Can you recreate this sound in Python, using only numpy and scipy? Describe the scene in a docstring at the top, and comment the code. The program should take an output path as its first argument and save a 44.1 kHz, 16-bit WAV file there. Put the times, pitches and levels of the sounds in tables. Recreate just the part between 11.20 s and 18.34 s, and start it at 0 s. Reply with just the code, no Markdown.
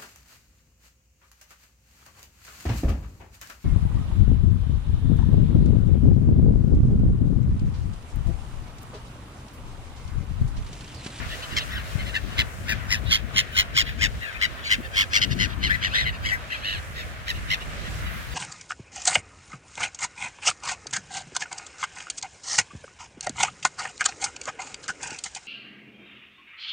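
"""Small surf and a rumble of wind, then at once gulls squabbling on a sandy beach, a few steps away.
Each cry is a whistle near 1 kHz, arching in pitch and chopped about 100 times a second into a harsh
rattle; a few squeals lie an octave higher, and the flock chatters further off. Wavelets churn and fizz
behind the birds. Gusts buffet the two microphone ports of a hand-held phone, which turns slowly."""
import sys
import numpy as np
from scipy import signal
from scipy.fft import rfft, irfft
from scipy.io import wavfile
from scipy.ndimage import uniform_filter1d, map_coordinates

SR = 44100
rng = np.random.default_rng(int(sys.argv[2]) if len(sys.argv) > 2 else 0)


def store_pcm(level_fs):
    """Save levels as 16-bit WAV."""
    pcm = np.round(np.clip(level_fs, -1, 1) * 32767).astype(np.int16)
    wavfile.write(sys.argv[1], SR, np.atleast_2d(pcm).T)


N = 314874
TIME = np.arange(N) / SR
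TOP_HZ = 15900  # upper limit of the phone


def undb(db):
    """Decibels to gain."""
    return 10 ** (np.asarray(db) / 20)


def unit(x):
    """Scale to rms 1."""
    return x / np.sqrt(np.mean(x ** 2) + 1e-18)


def curves(table):
    """The columns of a table of (t/s, ...) rows, sample by sample."""
    times, *columns = np.transpose(table)
    return [np.interp(TIME, times, column) for column in columns]


def along(hz, points):
    """Read (f/Hz, value) points on a log-frequency axis."""
    at, value = np.transpose(points)
    return np.interp(np.log(np.maximum(hz, 1)), np.log(at), value)


def colour(x, points):
    """Filter by a spectrum of (f/Hz, gain/dB) points."""
    n = x.shape[-1]
    return irfft(rfft(x) * undb(along(np.fft.rfftfreq(n, 1 / SR), points)), n)


def walk(rate, n=N):
    """Smooth random drift that changes rate times a second; spread near 1."""
    k = max(int(SR / rate), 1)
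    held = np.repeat(rng.standard_normal(n // k + 1), k)
    return np.sqrt(2) * uniform_filter1d(uniform_filter1d(held, k), k)[:n]


def pan(db):
    """Left and right gains for a level difference, at constant power."""
    gains = undb(np.array([db, -db]) / 2).reshape(2, -1)
    return gains / np.sqrt(np.mean(gains ** 2, axis=0))


def add(out, start, sound):
    """Mix a sound (channels x samples) in at a time."""
    i = max(int(start * SR), 0)
    out[:, i:i + sound.shape[1]] += sound[:, :max(N - i, 0)]


def surf(wash_db=7, foam_db=3.0, churn_db=2.05, fizz_db=1.0):
    """Behind the birds, breaking wavelets churn in the middle range while bursting foam fizzes above."""
    # rise and fall of the surf: t/s, relative wash level/dB, relative foam level/dB
    swell = [(0, -46.5, -50.5), (.6, -47.5, -51), (1.3, -48, -54), (2.3, -49.5, -57.5), (4.3, -48, -55),
             (5.9, -49, -55), (6.75, -47, -51.5), (7.14, -46.5, -52)]
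    # spectrum of the surf: f/Hz, level/dB
    wash_colour = [(150, -25), (250, -2.5), (313, -8.5), (649, -2), (857, -9), (1230, -2.5), (1370, -2.5),
                   (1780, -2.5), (2380, -6.5), (3150, -10.5), (3430, -12.5), (4080, -15), (4770, -18.5),
                   (6990, -20), (15800, -30.5)]
    # likeness of the surf at the two ports: f/Hz, correlation
    port_likeness = [(250, 0.83), (600, 0.57), (1200, -0.27), (2000, 0.24), (4000, -0.042), (12000, 0.018)]
    # the sea swings rightwards as the phone turns: t/s, left minus right/dB
    sea_side = [(1.8, 2.5), (4.4, 2), (4.9, -0.5), (7.14, -0.5)]
    body_db, hiss_db = curves(swell)
    hz = np.fft.rfftfreq(N, 1 / SR)
    likeness = np.clip(along(hz, port_likeness), -1, 1)
    mid, side = rfft(rng.standard_normal((2, N)) * undb(fizz_db * np.array([walk(1500), walk(1500)])))
    mid, side = mid * np.sqrt(1 + likeness), side * np.sqrt(1 - likeness)
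    spectrum = rfft(colour(irfft(np.array([mid + side, mid - side]), N), wash_colour))
    octave = np.clip(np.log2(np.maximum(hz, 1) / 250), 0, 6)
    bands = (irfft(spectrum * np.maximum(1 - abs(octave - k), 0), N) for k in range(7))
    water = sum(band * undb(churn_db * walk(12)) for band in bands)  # each octave swells on its own
    foam = colour(water, [(2200, -25), (4500, -1.0)])
    sea = unit(water - foam) * undb(body_db + wash_db) + unit(foam) * undb(hiss_db + foam_db)
    return sea * pan(curves(sea_side)[0])


def wind_force(attack_s=0.086, release_s=0.078, lee_db=-29, swirl_db=3.0, swirl_rate=15):
    """Wind strength at each port: a swirling breeze, plus gusts that swell, hold and die away."""
    # gusts on the windward (left) port: t/s, hold/s, level/dB
    gust_times = [(0.726, 0.48, -35.5), (1.557, 0.23, -32), (1.862, 0.17, -29.5), (2.14, .27, -35.5),
                  (2.568, 0.29, -34), (4.007, 0.23, -26.5), (4.339, 0.11, -28), (4.546, 0.029, -27)]
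    # the breeze on both ports, with its lulls: t/s, level/dB
    breeze_level = [(0, -40), (2.95, -40), (3.12, -47.5), (3.25, -37.5), (3.45, -42), (3.7, -41.5),
                    (5.05, -36.5), (5.3, -45), (6.25, -37), (7.14, -40)]
    gusts = np.zeros(N)
    for start, hold, db in gust_times:
        corners = [start - attack_s, start, start + hold, start + hold + release_s]
        gusts += undb(db) * np.interp(TIME, corners, [0, 1, 1, 0])
    force = np.hypot(undb(curves(breeze_level)[0]), gusts * undb([[0], [lee_db]]))
    return force * undb(swirl_db * np.array([walk(swirl_rate), walk(swirl_rate)]))


def wind(rumble_db=3, eddy_db=-5.0, strong_db=-27, eddy_growth=0.7, flutter_db=3.0):
    """Each microphone port rumbles on its own; the stronger the gust, the more quick eddies it carries."""
    # rumble of a light breeze on a port: f/Hz, level/dB
    breeze_colour = [(18, -31), (35, -5), (60, 0.5), (100, -4.5), (160, -11.5), (300, -37.5), (600, -62)]
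    # eddies in a strong gust: f/Hz, level/dB
    eddy_colour = [(40, -47), (110, -5), (200, 4), (320, -5), (500, -18.5), (900, -80)]
    force = wind_force()
    slow, quick = rng.standard_normal((2, 2, N))
    eddy_share = undb(eddy_db) * np.minimum(force / undb(strong_db), 2) ** eddy_growth
    eddies = unit(colour(quick, eddy_colour)) * eddy_share * undb(flutter_db * walk(35))
    return force * (undb(rumble_db) * unit(colour(slow, breeze_colour)) + eddies)


def thumps():
    """Short dull knocks of air right on the ports, a few cycles each."""
    # knocks of air: t/s, f/Hz, decay/s, peak/dB, left minus right/dB
    knocks = [(0.061, 88, 0.01, -23, -19), (0.753, 109, 0.0088, -16, 33), (3.582, 260, 0.011, -26.5, 21),
              (3.603, 343, 0.0035, -26, 24), (4.109, 125, 0.0097, -16, 21)]
    out, t = np.zeros((2, N)), TIME[:SR // 8]
    for start, hz, decay, db, pan_db in knocks:
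        swell = 2 * t / decay * np.exp(1 - 2 * t / decay)
        phase = 2 * np.pi * np.cumsum(hz * (1 + 0.18 * walk(197, len(t)))) / SR
        add(out, start, undb(db) * pan(pan_db) * swell * np.sin(phase))
    return out


def cry(length, top_hz, glide, rattle_hz, rasp, ring_db, bright_db, edge_db,
        chirp=0.18, waver=0.01835, hiss_db=-10, spit_db=3, tremble_db=1.5):
    """One cry at the beak, after a half-length lead-in: a whistling membrane chopped by a slower one."""
    # arch of a cry: share of its length, share of the top pitch, level/dB
    arch = [(-.45, .66, -32.5), (-.06, .72, -14), (0.099, .92, -1.5), (.28, 0.98, 3), (0.519, 0.98, 3),
            (.76, .93, 0), (0.919, .84, -6), (1.05, .72, -16), (1.15, 0.44, -36)]
    # resonances of throat and beak: f/Hz, gain/dB
    throat = [(600, -25.5), (1050, -23), (1450, 5), (2050, 1.5), (2600, 4), (3200, 2), (3600, 0),
              (4200, -4), (5400, -9), (6000, -15), (6900, -15), (8300, -25.5), (12000, -26), (15000, -25.5)]
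    t = np.arange(int(2 * length * SR)) / SR - length / 2
    n, part = len(t), t / length
    share, pitch, loud_db = np.transpose(arch)
    pulses = rattle_hz * np.cumsum(1 + 0.084 * rasp * walk(150, n)) / SR
    pulses = pulses - pulses[n // 4]  # counted from the end of the lead-in
    cycle = pulses % 1
    # the slow valve shuts briefly in each cycle; it leaks in raspy cries and in the lead-in
    opening = np.clip((np.minimum(cycle, 1 - cycle) - .06) / .22, 0, 1)
    leak = np.clip(0.7 * rasp ** 2 - 5 * np.minimum(part, 0), 0, 1)
    gate = leak + (1 - leak) * np.sin(np.pi / 2 * opening) ** 2
    hz = top_hz * np.interp(part, share, pitch) * (1 + glide * (part - .5))
    hz *= 1 + chirp * (1 - leak) * (cycle - .5)  # rises within each pulse as pressure builds
    hz *= 1 + .018 * rng.standard_normal(64)[np.floor(pulses).astype(int)]  # each pulse has its own note
    # the membrane loses its footing near each closure, which smears the upper partials
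    unsteady = .024 + .025 * rasp + .05 * (1 - opening)
    phase = 2 * np.pi * np.cumsum(hz * (1 + waver * walk(200.5, n) + unsteady * walk(2500, n))) / SR
    # the partials leave the throat out of step, which rounds the wave
    orders = np.arange(1, int(TOP_HZ / top_hz) + 2)
    offsets = np.pi / 4 * orders ** 2 + .5 * rng.standard_normal(24)[:len(orders)]
    whistle = sum(np.sin(k * phase + offset) for k, offset in zip(orders, offsets))
    # air hisses through each opening, most of all in the top treble
    hiss = colour(rng.standard_normal(n), [(6000, hiss_db), (10000, spit_db)]) * np.hypot(rasp, .35)
    envelope = undb(np.interp(part, share, loud_db) + tremble_db * walk(104.8, n))
    source = (unit(whistle) + hiss) * gate * envelope
    # a wider beak lets more treble out
    beak = [(2350, 0), (2900, ring_db), (4200, ring_db),
            (5000, bright_db), (7500, bright_db), (10500, edge_db)]
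    return colour(colour(source, throat), beak)


def scattered(voice, db, half_db=-34, blur_s=0.0069):
    """The fainter a gull, the further off it is, and the more its cry is blurred by sand and water."""
    t = TIME[:SR // 16]
    paths = rng.standard_normal(len(t)) * np.exp(-t / blur_s)
    blurred = unit(signal.fftconvolve(voice, paths)[:len(voice)])
    share = 1 / (1 + undb(db - half_db) ** 3)
    return (np.sqrt(1 - share) * unit(voice) + np.sqrt(share) * blurred) / np.sqrt(2)


def sand(voice, near_db=-12, decay_s=.0015):
    """Rough sand close by scatters a cry at once, differently for every cry and each port."""
    t = TIME[:SR // 64]
    paths = rng.standard_normal((2, len(t))) * np.exp(-t / decay_s)
    reflected = signal.fftconvolve(voice[None], unit(paths) / np.sqrt(len(t)))[:, :len(voice)]
    return voice + undb(near_db) * reflected


def gull(start, length, db, top_hz, glide, rasp, ring_db, bright_db, mean_rattle_hz=104):
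    """One cry as it reaches the microphone: the beak's opening sets its colour, distance its blur."""
    # top treble of the cries, above 10 kHz: t/s, gain/dB
    top_treble = [(.4, -4), (1.2, -1.5), (1.7, 1), (2.3, 8), (2.8, -7.5), (3.8, -4), (4.4, -11.5),
                  (6.1, -2)]
    rattle_hz = mean_rattle_hz * (1 + .04 * rng.standard_normal())
    edge_db = np.interp(start, *np.transpose(top_treble))
    voice = cry(length, top_hz, glide, rattle_hz, rasp, ring_db, bright_db, edge_db)
    return undb(db) * sand(scattered(voice, db))


def squawk(start, length, db, top_hz, ring_db, bright_db):
    """A short rattling cry, hoarsest when weak; its pitch sags when the beak stays narrow."""
    # hoarseness of a squawk: level/dB, rasp (0-1)
    hoarseness = [(-41.5, 0.97), (-33.5, 0.34), (-24, 0.52)]
    rasp = np.interp(db, *np.transpose(hoarseness))
    glide = -0.0468 + 0.00903 * ring_db
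    return gull(start, length, db, top_hz, glide, rasp, ring_db, bright_db)


def chatter(per_s=4, level_db=-45.5, top_hz=982, length_s=(0.044, 0.061), ring_db=-2, bright_db=-5.5):
    """The flock further off: rows of settings for faint squawks at loose intervals."""
    rows = []
    for k, (late, long, loud, high) in enumerate(rng.uniform(-1, 1, (40, 4))):
        start = (k + .5 + late / 2) / per_s
        length = np.interp(long, (-1, 1), length_s)
        if start < TIME[-1]:
            rows.append((start, length, level_db + 2 * loud, top_hz * (1 + .06 * high), ring_db, bright_db))
    return rows


def gulls(squeal_rasp=.85):
    """The squabble on the sand: squawks and squeals a few steps away, chatter beyond them."""
    # harsh squawks: t/s, length/s, relative level/dB, top pitch/Hz, beak ring near 3.5 kHz/dB,
    # brightness/dB
    squawks = [(0.086, 0.069, -42, 923, 3.5, -10), (0.22, 0.031, -41, 996, 12, 2),
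               (0.363, .033, -26.5, 1120, 0.5, 5.5), (0.396, 0.036, -37.5, 986, 8.5, -10),
               (0.781, 0.064, -42.5, 1035, -1.5, -11), (0.868, .05, -43, 988, 0.5, -12),
               (0.94, 0.045, -30.5, 1009, -2.5, -5), (1.178, .045, -24.5, 1061, 1, -2.5),
               (1.48, 0.06, -28.5, 964, -6.5, -2), (1.702, 0.059, -27, 1065, -2, 5.5),
               (1.858, 0.071, -40, 980, 8, -16), (1.907, 0.067, -23.5, 1089, 3.5, 7.5),
               (2.158, 0.057, -22.5, 1081, 3, 6.5), (2.363, 0.064, -22.5, 1102, 3, 4.5),
               (2.563, 0.062, -22, 1103, 0.5, 4.5), (2.651, 0.063, -40, 982, -3, -7),
               (2.808, 0.062, -24.5, 1035, -5.5, 1), (3.008, .063, -36, 964, -6, -18),
               (3.064, .051, -38.5, 870, -5.5, -12), (3.139, 0.045, -41, 1257, -10.5, -24),
               (3.211, 0.053, -25, 1050, -2.5, -4), (3.501, 0.054, -23, 1052, -4, -2.5),
               (3.755, 0.085, -22.5, 1112, -4, -3), (3.93, 0.063, -22.5, 1089, -1, 5.5),
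               (4.013, .038, -25, 1092, 3, 5.5), (4.106, 0.033, -35, 992, 3.5, 9),
               (4.186, 0.079, -28, 1029, -2, 2), (4.426, 0.061, -29.5, 1063, -1, -2.5),
               (4.624, 0.058, -29, 1067, -2, -3.5), (4.852, .055, -32, 1066, -3.5, -17),
               (5.047, 0.075, -31.5, 1068, -5, -2), (5.299, 0.066, -35.5, 956, -4, -11),
               (5.431, 0.14, -34, 975, 1, -8.5), (5.742, 0.098, -42.5, 962, -7, -5),
               (6.078, 0.043, -29.5, 1033, -4, -3.5), (6.3, 0.057, -28, 1041, 0, -1),
               (6.397, 0.039, -43.5, 980, -2, -5)]
    # hoarse squeals an octave higher: t/s, length/s, relative level/dB, top pitch/Hz,
    # glide (share of the pitch), beak ring/dB, brightness/dB
    squeals = [(0.504, 0.089, -37, 1876, -.2, 1, -6), (3.438, 0.06, -34.5, 2263, -0.087, 8, 3),
               (4.492, 0.074, -27.5, 2003, 0.27, -7.5, -12), (4.734, .11, -27, 2018, .13, 2.5, -2.5),
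               (5.104, 0.064, -29.5, 1940, -0.054, -30, -9)]
    voices = np.zeros((2, N))
    for start, length, db, top_hz, glide, *beak in squeals:
        add(voices, start - length / 2, gull(start, length, db, top_hz, glide, squeal_rasp, *beak))
    for start, length, *voice in list(squawks) + chatter():
        add(voices, start - length / 2, squawk(start, length, *voice))
    return voices


def turning_phone(voices, gain_db=4.0, first_lag_ms=-.025, lag_ms_per_s=.057):
    """The cries reach the left port later and later as the phone turns steadily away."""
    # the phone body colours a cry at each port: f/Hz, left minus right/dB, left phase lead/rad
    ports = [(1100, 2, -.2), (2100, 7, -.6), (2600, 4.5, -1.3), (3200, -3, -2.2), (3800, -6, -4.3),
             (4400, -1, -5.8), (5000, 2, -6.3), (6000, -1.5, -6.6), (7100, -2.5, -6.2), (8400, 5, -4.5),
             (10000, 1, -7), (11800, -2.5, -8.3), (13000, -2, -6.6), (15000, 3, -7.2)]
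    # the flock ends up to the right as the phone turns: t/s, left minus right/dB
    flock_side = [(0, 0), (3.3, 1), (4.6, 1), (6, -2)]
    lag_ms = first_lag_ms + lag_ms_per_s * TIME
    left = map_coordinates(voices[0], [(TIME - lag_ms / 1000) * SR], order=5)
    hz = np.fft.rfftfreq(N, 1 / SR)
    balance_db = along(hz, np.array(ports)[:, [0, 1]])
    lead = along(hz, np.array(ports)[:, [0, 2]])
    spectra = np.array([rfft(left) * np.exp(1j * lead), rfft(voices[1])]) * pan(balance_db)
    return undb(gain_db) * irfft(spectra, N) * pan(curves(flock_side)[0])


def beach(x, far_db=-23, decay_s=0.021):
    """A faint dull tail returns from further along the beach."""
    t = TIME[:SR // 2]
    tail = colour(rng.standard_normal((2, len(t))), [(2500, -9), (8000, -22)]) * np.exp(-t / decay_s)
    return x + signal.fftconvolve(x, undb(far_db) * unit(tail) / np.sqrt(len(t)), axes=1)[:, :N]


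def scene():
    """The sea behind, wind on the microphone, gulls on the sand."""
    return surf() + wind() + thumps() + beach(turning_phone(gulls()))


def record(dry):
    """The phone cuts the top treble steeply."""
    return signal.sosfilt(signal.ellip(10, .2, 80, TOP_HZ, fs=SR, output="sos"), dry)


dry = scene()
out = record(dry)
store_pcm(out)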